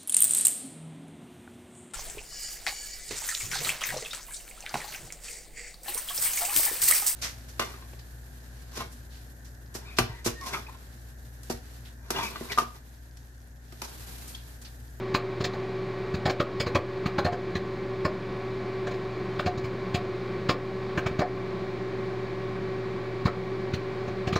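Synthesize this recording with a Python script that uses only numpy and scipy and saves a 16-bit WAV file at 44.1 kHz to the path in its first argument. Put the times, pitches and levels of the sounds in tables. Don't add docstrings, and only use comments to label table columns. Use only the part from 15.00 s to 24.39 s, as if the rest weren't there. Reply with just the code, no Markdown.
import sys
import numpy as np
from scipy import signal
from scipy.fft import rfft, irfft, next_fast_len
from scipy.io import wavfile
from scipy.ndimage import uniform_filter1d, map_coordinates

SR = 44100
rng = np.random.default_rng(int(sys.argv[2]) if len(sys.argv) > 2 else 0)


def transcribe(signal):
    frames = np.atleast_2d(signal).T
    limited = np.clip(frames, -1, 1)
    pcm = np.round(limited * 32767).astype(np.int16)
    wavfile.write(sys.argv[1], SR, pcm)


def gain_from_decibels(decibels):
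    exponent = np.asarray(decibels, float) / 20
    return 10 ** exponent


N = 414099
JUMP_S = 0.0072


def unit(x):
    return x / np.sqrt(np.mean(x ** 2) + 1e-20)


def peak(x):
    return x / np.sqrt(uniform_filter1d(x * x, size=441).max())


def along(points, hz):
    f, v = np.transpose(points)
    return np.interp(np.log(hz + 1), np.log(f + 1), v)


def wobble(rate):
    knots = rng.standard_normal(int(N * rate / SR) + 4)
    return map_coordinates(knots, [np.arange(N) * rate / SR])


def filtered(x, response):
    m = next_fast_len(x.shape[-1] + 8192)
    spectrum = rfft(x, m) * response(np.fft.rfftfreq(m, 1 / SR))
    return irfft(spectrum, m)[..., :x.shape[-1]]


def modes(table, extra_db):
    def response(f):
        total = 0
        for k, (centre, width, db) in enumerate(table):
            damping = 1j * f * width
            total = total + (-1) ** k * gain_from_decibels(db + extra_db[k]) * damping / (centre ** 2 - f * f + damping)
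        return total
    return response


def fan():
    # multiple of the shaft speed, level in dB rms; many lie at multiples of the eight blades.
    blade_tones = [(2, -57), (6, -62.5), (7, -53.5), (13, -56.5), (15, -48.5), (16, -36), (17, -52),
                   (18, -58), (19, -57.5), (22, -58), (24, -50), (25, -58), (32, -60), (36, -59.5),
                   (40, -64.5), (41, -65), (48, -54.5), (60, -73), (72, -59.5), (80, -58), (88, -61),
                   (96, -59.5), (98, -62)]
    # frequency in Hz, level in dB rms.
    motor_tones = [(118.98, -40.5), (237.96, -52.5)]
    # frequency in Hz, relative density in dB per Hz.
    air_spectrum = [(15, -44.5), (25, -17), (64, -12), (119, -11), (283, -12), (380, -4), (485, -15.5),
                    (570, -15.5), (635, -21.5), (1120, -22), (1310, -21), (2320, -24), (2720, -30.5),
                    (4300, -34.5), (15700, -70)]
    # centre in Hz, width in Hz, lift in dB.
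    duct_modes = [(191, 39, 11.5), (361, 23, 5.5), (606, 60, 1.5), (1000, 76, -4.5), (1540, 60, 4),
                  (724, 140, 9), (1065, 167, 12), (2440, 260, 2.5), (4230, 2040, 5.5)]
    shaft_hz, air_db = 23.725, -37
    t = np.arange(N) / SR
    turns = shaft_hz * t + 0.012 * wobble(0.7025) + 0.00049 * wobble(12)

    def tone(db, cycles):
        return np.sqrt(2) * gain_from_decibels(db) * np.sin(2 * np.pi * (cycles + rng.random()))

    def air_response(f):
        lift_db = sum(db / (1 + (2 * (f - c) / w) ** 2) for c, w, db in duct_modes)
        return gain_from_decibels(along(air_spectrum, f) + lift_db)

    blades = sum(tone(db + 0.82 * wobble(18), k * turns) for k, db in blade_tones)
    motor = sum(tone(db + 0.31 * wobble(6.0), hz * t) for hz, db in motor_tones)
    air = unit(filtered(rng.standard_normal(N), air_response))
    flutter_db = 0.4 * wobble(5)
    return blades + motor + gain_from_decibels(air_db + flutter_db) * air


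def kitchen(x):
    # frequency in Hz, time to fall by 60 dB in seconds.
    decay_times = [(150, 1), (600, 0.3), (2000, 0.22), (8000, 0.081)]
    hz, t, z = signal.stft(rng.standard_normal(SR // 6), SR, nperseg=256)
    fade = gain_from_decibels(-60 * t / along(decay_times, hz)[:, None])
    tail = signal.istft(z * fade, SR, nperseg=256)[1]
    delayed = np.pad(x, (300, 0))
    return signal.fftconvolve(delayed, tail / np.linalg.norm(tail))[:len(x)]


def muffled(response, top_hz):
    return lambda f: response(f) / (1 + 1j * f / top_hz) ** 4


def burst(t, rise, t60, lumpy_db):
    lumps = np.interp(t, np.arange(100) * 0.0025, rng.standard_normal(100))
    fade_db = -60 * (t / t60) ** 1.3
    swell = (1 - np.exp(-t / rise)) ** 2
    return swell * gain_from_decibels(lumpy_db * lumps + fade_db) * rng.standard_normal(len(t))


def steam(t):
    # frequency in Hz, relative density in dB per Hz.
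    steam_spectrum = [(4500, -30.5), (6000, -14.5), (6800, -2.5), (8000, -10.5), (10000, -14.5),
                      (12000, -23), (14000, -12), (15600, -10.5)]
    noise = burst(t, rise=0.009, t60=0.083, lumpy_db=2.5)
    return peak(filtered(noise, lambda f: gain_from_decibels(along(steam_spectrum, f))))


def crack(t):
    # centre in Hz, width in Hz, relative level in dB.
    wall_modes = [(2374, 490, -1.5), (3410, 440, -4.5), (4110, 410, 0.5), (5070, 690, -4.5),
                  (5600, 700, -8.5), (6950, 740, -11.5)]
    wall_db = rng.normal(0, 3, len(wall_modes))
    noise = burst(t, rise=0.0076, t60=0.055, lumpy_db=1.0)
    return peak(filtered(noise, muffled(modes(wall_modes, wall_db), top_hz=8900)))


def knock(t, knock_hz):
    # centre in Hz, width in Hz, relative level in dB.
    pan_modes = [(328, 110, 1), (485, 45, 3.5), (584, 53, 3.5), (720, 20, 4), (818, 65, -5.5),
                 (1070, 65, -2), (1210, 102, -2), (1550, 190, -3.5), (1796, 180, -3), (2285, 80, -5)]
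    t60_s, shortens = 0.069, 0.68
    focus_db_per_oct, focus_db = 38.5, 11
    blow_db = 7.5
    pan_hz = np.array([centre for centre, _, _ in pan_modes])
    octaves = np.abs(np.log2(pan_hz / knock_hz))
    near_db = -np.minimum(focus_db_per_oct * octaves, focus_db) + rng.normal(0, 1.5, len(pan_modes))
    tumble = peak(burst(t, 0.0048, t60_s * (1000 / knock_hz) ** shortens, lumpy_db=4.5))
    blow = gain_from_decibels(blow_db) * np.exp(-((t - JUMP_S) / 0.0001) ** 2)
    return peak(filtered(tumble - blow, muffled(modes(pan_modes, near_db), top_hz=5030)))


def puff(t):
    # centre in Hz, width in Hz, relative level in dB.
    lid_modes = [(154, 157, 1), (92, 13, -1)]
    dip_s = 0.0008 * gain_from_decibels(rng.normal(0, 1))
    u = (t - JUMP_S) / dip_s
    push = 0.45 * np.exp(-(u + 4) ** 2 / 4) - np.exp(-u * u / 2)
    return peak(sum(filtered(push, modes([mode], rng.normal(0, 4.5, 1))) for mode in lid_modes))


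def pan_sounds():
    # start in seconds, then crack, push and knock levels in dB (rms of the loudest 10 ms),
    # knock pitch in Hz.
    pan_events = [(0.14, -26.5, -26, -21, 1130), (0.401, -39.5, -27.5, -30.5, 1140),
                  (0.4372, -29.5, -33, -30.5, 1800), (0.5297, -47, -41.0, -37.5, 795),
                  (1.1368, -39, -22.5, -37.5, 1620.0), (1.2507, -31.5, -22.5, -22.5, 870),
                  (1.2724, -42, -25, -25, 720), (1.2915, -30.5, -29, -25.5, 2285),
                  (1.395, -31, -23.5, -18.5, 1210.0), (1.5963, -28, -25.5, -27.5, 2470),
                  (1.6604, -37.5, -28, -29, 1020), (1.7457, -27.0, -21.0, -18.5, 1055),
                  (2.0539, -34.5, -21.5, -28.5, 1340), (2.178, -32.5, -25, -21, 886.0),
                  (2.2433, -32.5, -22.5, -24, 700), (2.2565, -38.5, -24.5, -23, 700),
                  (2.319, -43, -28.5, -29, 765), (2.5487, -36.5, -24.5, -30.5, 1760.0),
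                  (3.045, -35, -22.0, -22.0, 1020), (3.865, -44.5, -49, -31.5, 1550),
                  (3.906, -47, -53.5, -36, 1000), (3.9344, -49.5, -50, -43, 724.0),
                  (4.388, -36, -33, -26, 1140), (4.4556, -34.5, -23.5, -27, 754),
                  (4.4661, -42, -25, -30, 720), (4.5713, -46, -29, -40, 1080.0),
                  (4.6371, -42.5, -30, -40.0, 1060), (4.94, -30.0, -21.5, -29.5, 674),
                  (5.486, -26, -22.5, -19.5, 1130), (5.5024, -37, -30, -30.5, 720),
                  (5.971, -35, -23.0, -24, 1540.0), (6.058, -36, -24, -26.5, 2240.0),
                  (6.1053, -54.5, -26.5, -38, 670), (6.186, -35, -20.5, -26, 700.0),
                  (6.209, -41.5, -49, -21, 750), (8.25, -33.5, -15.5, -25.5, 1100),
                  (8.2668, -46.5, -27.5, -27, 1210), (8.732, -35.5, -23, -38, 1550.0),
                  (9.073, -49.5, -35, -38.5, 727.0), (9.268, -36.5, -24.5, -30, 720.0),
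                  (9.3221, -33.5, -22.5, -31, 1140), (9.353, -31.5, -22, -22.5, 1120)]
    steam_db, room_db = -19.5, -11
    out, t = np.zeros(N + SR), np.arange(SR // 6) / SR
    for start_s, crack_db, push_db, knock_db, knock_hz in pan_events:
        bright = gain_from_decibels(crack_db) * (crack(t) + gain_from_decibels(steam_db) * steam(t))
        rattle = bright + gain_from_decibels(knock_db) * knock(t, knock_hz)
        event = rattle + gain_from_decibels(room_db) * kitchen(rattle) + gain_from_decibels(push_db) * puff(t)
        out[round(start_s * SR):][:len(t)] += event
    return out[:N]


def scene():
    # frequency in Hz, side signal in dB against the common sound.
    spread = [(35, -8.5), (100, -34.5), (240, -38), (480, -35), (950, -22.5), (1890, -23.5), (3770, -16),
              (7520, -14.5), (15000, -5.5)]
    mid = pan_sounds() + fan()
    z = signal.stft(mid, SR, nperseg=512)[2]
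    random_phase = np.exp(2j * np.pi * rng.random(z.shape))
    scrambled = signal.istft(z * random_phase, SR, nperseg=512)[1][:N]
    side = filtered(scrambled, lambda f: gain_from_decibels(along(spread, f)))
    return np.array([mid + side, mid - side])


def top_cut(x):
    return signal.sosfilt(signal.butter(12, 16640, fs=SR, output="sos"), x)


def record(dry):
    # frequency in Hz, relative density in dB per Hz.
    hiss_spectrum = [(4120, -25), (7000, 1), (7800, -13.5), (10900, -11.5), (14100, -13.5), (15100, -7.5),
                     (15700, -6.5)]
    band_hz = (25, 15750)
    hiss = unit(filtered(rng.standard_normal(N), lambda f: gain_from_decibels(along(hiss_spectrum, f))))
    heard = dry + gain_from_decibels(-72) * hiss
    level_db = 10 * np.log10(uniform_filter1d(heard[0] ** 2, size=441) + 1e-9)
    over_db = np.maximum(level_db + 27, 0)
    keep = np.exp(-1 / (0.12 * SR))
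    duck_db = signal.lfilter([1 - keep], [1, -keep], over_db)
    ducked = heard * gain_from_decibels(-1.6 * duck_db)

    def band(f):
        return (1j * f / (band_hz[0] + 1j * f)) ** 2 * (f < band_hz[1])

    mix = filtered(ducked, band) - 0.0044
    return top_cut(mix)


dry = scene()
out = record(dry)
transcribe(out)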